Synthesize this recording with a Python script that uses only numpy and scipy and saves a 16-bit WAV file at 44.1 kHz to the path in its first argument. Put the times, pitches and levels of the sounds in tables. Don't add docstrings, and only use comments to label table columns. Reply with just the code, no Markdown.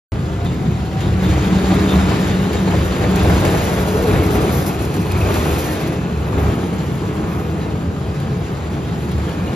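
import sys
import numpy as np
from scipy import signal
from scipy.fft import rfft, irfft, next_fast_len
from scipy.io import wavfile
from scipy.ndimage import uniform_filter1d, map_coordinates

SR = 44100
rng = np.random.default_rng(int(sys.argv[2]) if len(sys.argv) > 2 else 0)


def to_wav(sig):
    pcm = np.clip(np.atleast_2d(sig), -1, 1) * 32767
    pcm = np.round(pcm).astype(np.int16)
    wavfile.write(sys.argv[1], SR, pcm.T)


N = 421155


def amp(db):
    return 10 ** (np.asarray(db) / 20)


def unit(x):
    return x / np.sqrt(np.mean(x ** 2) + 1e-20)


def along(points, hz):
    f, v = np.transpose(points)
    return np.interp(np.log(hz + 1), np.log(f + 1), v)


def curves(rows):
    times, *columns = np.transpose(rows)
    return [np.interp(np.arange(N) / SR, times, column) for column in columns]


def wobble(rate):
    return map_coordinates(rng.standard_normal(int(N * rate / SR) + 4), [np.arange(N) * rate / SR])


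def noise():
    return rng.standard_normal((2, N))


def centred(x):
    return np.array([x, np.zeros(N)])


def filtered(x, response):
    size = next_fast_len(N + SR // 2, real=True)
    return irfft(rfft(x, size) * response(np.fft.rfftfreq(size, 1 / SR)), size)[..., :N]


def coloured(x, spectrum):
    return unit(filtered(x, lambda hz: amp(along(spectrum, hz))))


def ringing(x, modes):
    band = lambda f, hz, width: (2j * f * width / (hz * hz - f * f + 2j * f * width)) ** 2
    return unit(filtered(x, lambda f: sum(amp(db) * band(f, hz, width) for hz, width, db in modes)))


def steadied(x):
    return x / np.sqrt(np.abs(uniform_filter1d(x * x, size=SR // 4)) + 1e-9)


def grains(rate, spread_db):
    size = amp(spread_db * np.minimum(rng.exponential(size=N), 4))
    return unit(noise() * size * (rng.random(N) < rate / SR))


def patchy(x, depth_db):
    spectra = signal.stft(x, nperseg=512)[2]
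    patches = uniform_filter1d(rng.standard_normal(spectra.shape[1:]), size=5, axis=0)
    patches = uniform_filter1d(patches, size=7, axis=1)
    return signal.istft(spectra * amp(depth_db * unit(patches)), nperseg=512)[1][:, :N]


def bursts(hits, attack_s, t60):
    t, out = np.arange(SR // 2) / SR, np.zeros(N + SR)
    for s, db in hits:
        out[round(s * SR):][:len(t)] += amp(db - 60 * t / t60) * (1 - np.exp(-t / attack_s))
    return out[:N]


def hum(hz, waver_hz, sway_db):
    phase = 2 * np.pi * np.cumsum(hz + waver_hz * wobble(7)) / SR
    return unit(np.sin(phase) * amp(sway_db * wobble(11)))


# f/Hz, t60/s
HALL_DECAY = [(100, 0.97), (1000, 1.36), (4000, 0.65), (12000, 0.25)]
def hall(x, wet_db):
    out, step = np.pad(x, ((0, 0), (0, 2 * SR))), SR // 4
    for i in range(0, N, step):
        hz, t, spectra = signal.stft(rng.standard_normal((2, SR // 2)), SR, nperseg=256)
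        decay = amp(-60 * t / along(HALL_DECAY, hz)[:, None])
        tail = signal.istft(spectra * decay, SR, nperseg=256)[1]
        echo = signal.fftconvolve(x[:, i:i + step], tail / np.linalg.norm(tail[0]), axes=1)
        out[:, i:i + echo.shape[1]] += amp(wet_db) * echo
    return out[:, :N]


# t/s, level/dB
PANEL_LEVEL = [(0.14, -30.5), (0.9, -29.5), (1.27, -22.5), (1.38, -24), (1.52, -14), (1.8, -20.5),
               (2.0, -16), (2.3, -19.5), (2.5, -19), (2.7, -17.5), (2.85, -23.5), (3.3, -20), (3.6, -29.5),
               (3.9, -23), (4.3, -25.5), (6.0, -36), (6.45, -29.5), (7.0, -31), (9.55, -32)]
# f/Hz, width/Hz, level/dB
PANEL_MODE = [(187, 14, 0)]
def side_panel():
    drone_db, = curves(PANEL_LEVEL)
    tone_share = np.clip((drone_db - np.median(drone_db)) / 5, 0, .72)
    tone = centred(steadied(hum(hz=187.5, waver_hz=2.7, sway_db=2)))
    rumble = steadied(ringing(noise(), PANEL_MODE))
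    return amp(drone_db) * (np.sqrt(tone_share) * tone + np.sqrt(1 - tone_share) * rumble)


# start/s, end/s, f/Hz, width/Hz, level/dB
SWELLS = [(3.7, 4.55, 422, 22, -23), (3.1, 4.4, 630, 180, -29), (0.5, 1.5, 764, 11, -37.5),
          (0.0, 1.2, 692, 11, -41.5), (0.0, 1.7, 370, 55, -39), (6, 8.6, 430, 53, -43),
          (1.2, 2.6, 3680, 130, -43), (1.87, 1.945, 3600, 150, -33), (4.5, 6.4, 2520, 260, -42),
          (9.25, 9.55, 2400, 180, -45), (5.08, 5.26, 96, 12.3, -16.5), (5.3, 5.6, 76, 5.2, -18.5),
          (6.12, 6.58, 73, 5.1, -21), (4.04, 4.34, 2100, 600, -34), (8.1, 8.55, 150, 16, -23),
          (1.15, 2.1, 290, 35, -26), (1.7, 2.05, 71, 6.1, -18), (4.08, 4.3, 318, 19, -22.5),
          (3.95, 4.15, 475, 22, -24), (3.35, 3.6, 330, 49, -23), (7.4, 8.4, 85, 5, -28.5)]
def tones_and_rasp():
    t, out = np.arange(N) / SR, np.zeros(N)
    for start, end, hz, width, db in SWELLS:
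        inside = (t > start) & (t < end)
        age = t[inside] - start
        knots = rng.standard_normal((2, int((end - start) * width * 2) + 4))
        drift, sway = [map_coordinates(k, [age * width * 2]) for k in knots]
        swell = np.sqrt(np.abs(np.sin(np.pi * age / (end - start))))
        tone = np.sin(2 * np.pi * np.cumsum(hz + 0.611 * width * drift) / SR)
        out[inside] += amp(db) * swell * unit(tone * amp(5.5 * sway))
    return centred(out)


# t/s, f/Hz, relative level/dB, t60/s
METAL_CHINKS = [(0.458, 3600, -22, .14), (1.03, 3620, -27, 0.19), (1.235, 3600, -24, 0.19),
                (1.52, 3600, -31, .1), (1.591, 3700, -28, .1), (1.658, 3600, -30, .1),
                (1.775, 3700, -27, .1), (1.885, 3640, -20, 0.14), (1.905, 3550, -20, 0.15),
                (2.566, 3650, -24, .12), (4.93, 2400, -29, .04), (5.111, 2630, -18, .05),
                (5.132, 2470, -19, 0.045), (5.15, 2370, -17, .05), (5.164, 2420, -18, .04),
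                (5.183, 2580, -25, .04), (5.212, 2580, -13, 0.051), (5.26, 2400, -19, 0.054),
                (5.347, 2930, -22, 0.059), (6.383, 3650, -25, 0.078), (9.475, 2840, -25, .12)]
def chinks():
    t, out = np.arange(SR // 4) / SR, np.zeros(N + SR)
    attack = 1 - np.exp(-t / 0.0011)
    for s, hz, db, t60 in METAL_CHINKS:
        detune = rng.normal(1, .012, (2, 1))
        pitch = hz * (detune + .3 * rng.standard_normal((2, len(t))))
        ring = np.sin(2 * np.pi * np.cumsum(pitch, axis=1) / SR).sum(axis=0)
        out[round(s * SR):][:len(t)] += ring * amp(db - 9.5 - 60 * t / t60) * attack
    return centred(out[:N])


# t/s, relative level/dB
RUSTLE_LEVEL = [(0.14, -53), (1.2, -51), (1.22, -46), (1.95, -39.5), (2.3, -42), (3.14, -39.5), (3.17, -37),
                (3.47, -29.5), (4.15, -35), (4.46, -33.5), (4.68, -32.5), (4.75, -36.5), (5.15, -40),
                (5.33, -31.5), (5.68, -30.5), (6.0, -47.5), (6.3, -45), (6.45, -41.5), (7.9, -51),
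                (8.7, -48.5), (9.55, -46)]
# f/Hz, level/dB
RUSTLE_SPECTRUM = [(3000, 2.5), (6000, 5.5), (8000, 3.5), (10000, 8), (12000, 2.5), (14000, 6.5),
                   (15800, -30)]
def shreds():
    rustle_db, = curves(RUSTLE_LEVEL)
    crackle = grains(rate=14000, spread_db=2.9)
    clumps_db = 2.7 * wobble(43) + 0.4 * wobble(4.9)
    return amp(rustle_db - 5.5 + clumps_db) * coloured(patchy(crackle, depth_db=3.0), RUSTLE_SPECTRUM)


# t/s, relative level/dB, offset for the crack/dB
SCRAP_SNAPS = [(0.4464, -38, 7), (0.5428, -36, -3), (1.006, -40, 15), (2.53, -26, 3), (2.7077, -33, 4),
               (3.1572, -19, -8), (3.1926, -29, 3), (3.4501, -20.5, -1), (3.615, -28, -7),
               (4.3056, -26, -3), (4.4772, -33, -7), (4.6638, -21.5, -15), (4.792, -30, -2),
               (4.8499, -29, -3), (4.9402, -29, -1), (4.9626, -29, -2), (5.1148, -25, -11),
               (5.12, -28, -11), (5.2046, -26, -7), (5.341, -24, -4), (5.4525, -25, -10),
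               (5.6421, -22, -13), (6.382, -41.5, 8), (6.955, -38, -2), (8.1998, -32, -1), (9.0912, -38, 1),
               (9.1147, -30, -1), (9.2399, -44, 1), (9.2928, -37, -3)]
def snaps():
    tick = bursts([(s, db - 5) for s, db, _ in SCRAP_SNAPS], attack_s=0.00033, t60=0.035)
    crack = bursts([(s, db + offset - 6) for s, db, offset in SCRAP_SNAPS], attack_s=0.00055, t60=0.18)
    return tick * coloured(noise(), RUSTLE_SPECTRUM) + crack * coloured(noise(), TEAR_SPECTRUM)


# t/s, length/s, level/dB
HANDFULS = [(1.21, 0.09, -44), (1.885, 0.11, -42), (4.017, 0.038, -36), (4.225, 0.06, -34),
            (4.296, 0.09, -35), (4.5, 0.15, -32), (4.657, 0.051, -32), (5.283, 0.049, -40),
            (5.33, 0.09, -36), (5.5, 0.054, -34), (5.573, 0.064, -31), (5.64, 0.11, -40), (5.79, 0.06, -44),
            (6.37, 0.1, -43), (7.25, 0.27, -48)]
# f/Hz, level/dB
SPRAY_SPECTRUM = [(3000, -10), (6000, -2.5), (8500, -9), (10000, -5), (12000, -1.5), (14000, -3),
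                  (15500, -8)]
def sprays():
    t, envelope = np.arange(N) / SR, np.zeros(N)
    for s, length, db in HANDFULS:
        envelope += amp(db) * np.interp((t - s) / length, [0, .2, .7, 1], [0, 1, .8, 0])
    return envelope * coloured(grains(rate=9000, spread_db=1.5), SPRAY_SPECTRUM)


# t/s, relative level/dB
LUMP_HITS = [(1.701, -25), (1.716, -25), (2.106, -24), (2.13, -32), (2.675, -19), (2.735, -17), (3.04, -19),
             (3.246, -16), (3.296, -13.5), (3.371, -29), (3.441, -20), (3.54, -16), (3.625, -22),
             (3.766, -25), (4.351, -19), (4.449, -28), (5.215, -26), (5.81, -21)]
# f/Hz, level/dB
KNOCK_SPECTRUM = [(150, 4), (350, 5), (750, 8), (1200, -8), (2300, -7), (4000, -33), (8000, -26),
                  (15000, -55)]
def knocks():
    return amp(2) * bursts(LUMP_HITS, attack_s=.001, t60=.09) * coloured(noise(), KNOCK_SPECTRUM)


# t/s, thud level/dB, crunch level/dB, body jolt level/dB
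WAD_HITS = [(1.02, -26, -38, -7.5), (1.25, -24, -42, -7), (1.705, -15.5, -39, -14), (2.112, -15, -35, -25),
            (2.71, -26, -26, -9), (3.04, -34, -30, -12), (3.17, -25, -25, -10.5), (3.27, -27, -30, -8.5),
            (3.441, -25, -33, -18), (4.079, -24, -37, -6.5), (4.15, -21, -28, -16), (4.35, -28, -25, -18),
            (5.11, -22.5, -42, -13), (5.216, -32, -34, -27), (5.45, -26, -40, -20), (6.265, -29, -46, -14),
            (6.325, -23, -44, -19), (6.372, -26, -31, -23), (6.43, -26, -40, -19), (7.30, -30, -41, -28),
            (9.11, -32, -42, -12.5)]
# f/Hz, level/dB
THUD_SPECTRUM = [(40, -25), (80, -0.5), (200, -4), (400, -21), (900, -11), (3000, -32), (15000, -80)]
# f/Hz, level/dB
CRUNCH_SPECTRUM = [(300, -16), (700, 10), (1200, -2), (2500, 3), (4000, -17), (8000, -30), (15000, -55)]
def wads():
    thud = bursts([(s, db) for s, db, _, _ in WAD_HITS], attack_s=.004, t60=.25)
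    crunch = bursts([(s, db) for s, _, db, _ in WAD_HITS], attack_s=.002, t60=.2)
    return thud * coloured(noise(), THUD_SPECTRUM) + crunch * coloured(noise(), CRUNCH_SPECTRUM)


# t/s, level/dB
SHUDDER_REACH = [(0.14, 3.5), (3.3, -1), (5.3, -2.5), (5.7, -13), (9.55, -5.5)]
# f/Hz, width/Hz, level/dB
FRAME_MODES = [(39.5, 3, -9), (46, 8, -15), (60.5, 7, 0)]
HOUSING_MODES = [(75.5, 14, -4.5), (97, 12.4, 4), (118.8, 19, -4)]
HOPPER_MODES = [(141.6, 7.7, -0.5), (162.1, 26.8, 3), (216, 11.6, -2.5), (242.5, 56, -12.5)]
# f/Hz, level/dB
RUMBLE_SPECTRUM = [(40, -40), (55, -22), (68, -10), (100, 15.5), (130, 4.5), (200, -10), (300, -12),
                   (500, -58)]
def body(blows, effort_db):
    reach_db, = curves(SHUDDER_REACH)
    shaking = lambda: amp(-5.0) * unit(blows) + noise()
    jolts = bursts([(s, db) for s, _, _, db in WAD_HITS], attack_s=0.043, t60=0.59)

    shudder = np.hypot(amp(-31.5 + 0.73 * effort_db + 0.63 * wobble(5.3)), amp(-15) * jolts)
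    frame = amp(reach_db) * shudder * steadied(ringing(shaking(), FRAME_MODES))

    steel = ringing(shaking(), HOUSING_MODES) + amp(-6.5) * coloured(noise(), RUMBLE_SPECTRUM)
    drive = .6 * centred(hum(hz=75, waver_hz=1.1, sway_db=3))
    housing_gain = np.hypot(amp(-23 + 0.15 * effort_db + 0.33 * reach_db), jolts)
    housing = housing_gain * steadied(unit(steel) + drive)

    hopper_gain = amp(-25 + 0.19 * effort_db + 2.0 * wobble(5.5))
    hopper = hopper_gain * steadied(ringing(noise(), HOPPER_MODES))
    return frame + housing + hopper


# t/s, relative roar level/dB, relative tearing level/dB
CUTTING_LOAD = [(0.14, -28, -38.5), (0.9, -29.5, -36.5), (1.19, -24.5, -33), (1.3, -23, -30.5),
                (1.93, -19.5, -27.5), (2.42, -23.5, -31), (3.12, -20, -29.5), (3.22, -18.5, -26.5),
                (3.52, -19.5, -27), (3.9, -22, -30.5), (4.17, -19, -30.5), (4.45, -20.5, -31),
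                (4.8, -24, -35.5), (5.05, -25, -36), (5.3, -19, -30.5), (5.7, -22.5, -30), (6.0, -27, -37),
                (6.27, -25, -38), (6.4, -20.5, -35.5), (6.7, -27, -35.5), (7.3, -25.5, -38.5),
                (7.85, -28, -39), (8.75, -27.5, -38), (9.15, -28.5, -36.5), (9.45, -26, -37)]
# f/Hz, level/dB
ROAR_SPECTRUM = [(130, -1), (240, 1.5), (420, 2.5), (540, -5), (660, -4.5), (780, -4.5), (950, -8),
                 (1300, -8.5), (1600, -12.5), (1800, -22), (2600, -19.5), (5000, -54)]
TEAR_SPECTRUM = [(800, -25), (1500, 3), (2000, 1), (2600, -1.5), (3100, -1.5), (3700, -2), (4800, -6.5),
                 (5800, -11), (7200, -5), (8500, -19), (10500, -16.5), (15000, -28.5)]
# f/Hz, width/Hz, level/dB
CHAMBER_MODES = [(287, 38, -5), (311.1, 9.9, 3), (342, 29.3, 2), (405.4, 23, -1), (443, 70, -5)]
def cutting(cuts):
    roar_db, tear_db = curves(CUTTING_LOAD)
    tug = wobble(22)
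    chewing = grains(rate=9000, spread_db=1.4) * (1 + 0.14 * cuts)
    roar = amp(roar_db - 1.49 + 0.86 * tug) * coloured(chewing, ROAR_SPECTRUM)
    chamber = amp(roar_db - 7) * ringing(noise(), CHAMBER_MODES)
    ripping = grains(rate=16000, spread_db=0.5) * (1 + 0.048 * cuts)
    tear_gain = amp(tear_db - 2.5 + 0.33 * tug + 1.05 * wobble(30))
    return roar + chamber + tear_gain * coloured(patchy(ripping, depth_db=1.5), TEAR_SPECTRUM)


def knife_bites(rate_hz, scatter_s, spread_db, decay_s):
    count = int(N / SR * rate_hz)
    lateness, force = rng.standard_normal((count, 2)).T
    when = np.arange(count) / rate_hz + scatter_s * lateness
    blows = np.bincount(np.clip(when * SR, 0, N - 1).astype(int), amp(spread_db * force), N)
    cuts = signal.lfilter([1], [1, -np.exp(-1 / (decay_s * SR))], blows)
    return blows, unit(cuts)


def shredder(usual_roar_db=-25):
    blows, cuts = knife_bites(rate_hz=19.6, scatter_s=0.003, spread_db=3.0, decay_s=0.012)
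    effort_db = curves(CUTTING_LOAD)[0] - usual_roar_db
    vibration = body(blows, effort_db)
    shredding = cutting(cuts) + shreds() + snaps() + sprays() + knocks() + chinks()
    return vibration + hall(shredding, wet_db=-8.5)


# f/Hz, coherence/0-1
PORT_COHERENCE = [(60, .997), (150, .98), (350, .9), (700, .76), (1300, .45), (1900, .7), (3200, .55),
                  (5000, .45), (6500, .7), (8300, .98), (10000, .74), (12000, .96), (14000, .74)]
# f/Hz, phase/rad
LEFT_LEAD = [(40, 0), (200, .1), (450, .38), (1000, .8), (1570, 2.2), (1750, .2), (3000, .8), (4800, .5),
             (5500, -.8), (7000, -1.9), (8350, -3.14), (11700, -6.1), (12300, -6.5), (13500, -7.8),
             (15400, -9.3)]
# f/Hz, level/dB
LEFT_BALANCE = [(170, 0), (500, 1.4), (1000, -.2), (2000, 1.4), (4000, 1.4), (7000, 0)]
def ports(pair):
    size = next_fast_len(N + SR // 2, real=True)
    hz = np.fft.rfftfreq(size, 1 / SR)
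    mix_angle = np.arccos(np.clip(along(PORT_COHERENCE, hz), 0, 1)) / 2
    shared, apart = rfft(pair, size) * [np.cos(mix_angle), np.sin(mix_angle)]
    skew = np.exp(.5j * along(LEFT_LEAD, hz)) * amp(along(LEFT_BALANCE, hz) / 2)
    left, right = (shared + apart) * skew, (shared - apart) / skew
    return irfft(np.array([left, right]), size)[:, :N]


def scene():
    return ports(shredder() + side_panel() + tones_and_rasp() + wads())


def record(dry):
    low_cut_hz, top_hz, ceiling, start_s = 41, 15200, .93, 0.12
    trimmed = filtered(dry, lambda hz: 1 / np.sqrt(1 + (low_cut_hz / (hz + 1)) ** 14))
    rounded = trimmed / (1 + np.abs(trimmed / ceiling) ** 6) ** (1 / 6)
    return filtered(rounded * (np.arange(N) / SR >= start_s), lambda hz: hz < top_hz)


dry = scene()
out = record(dry)
to_wav(out)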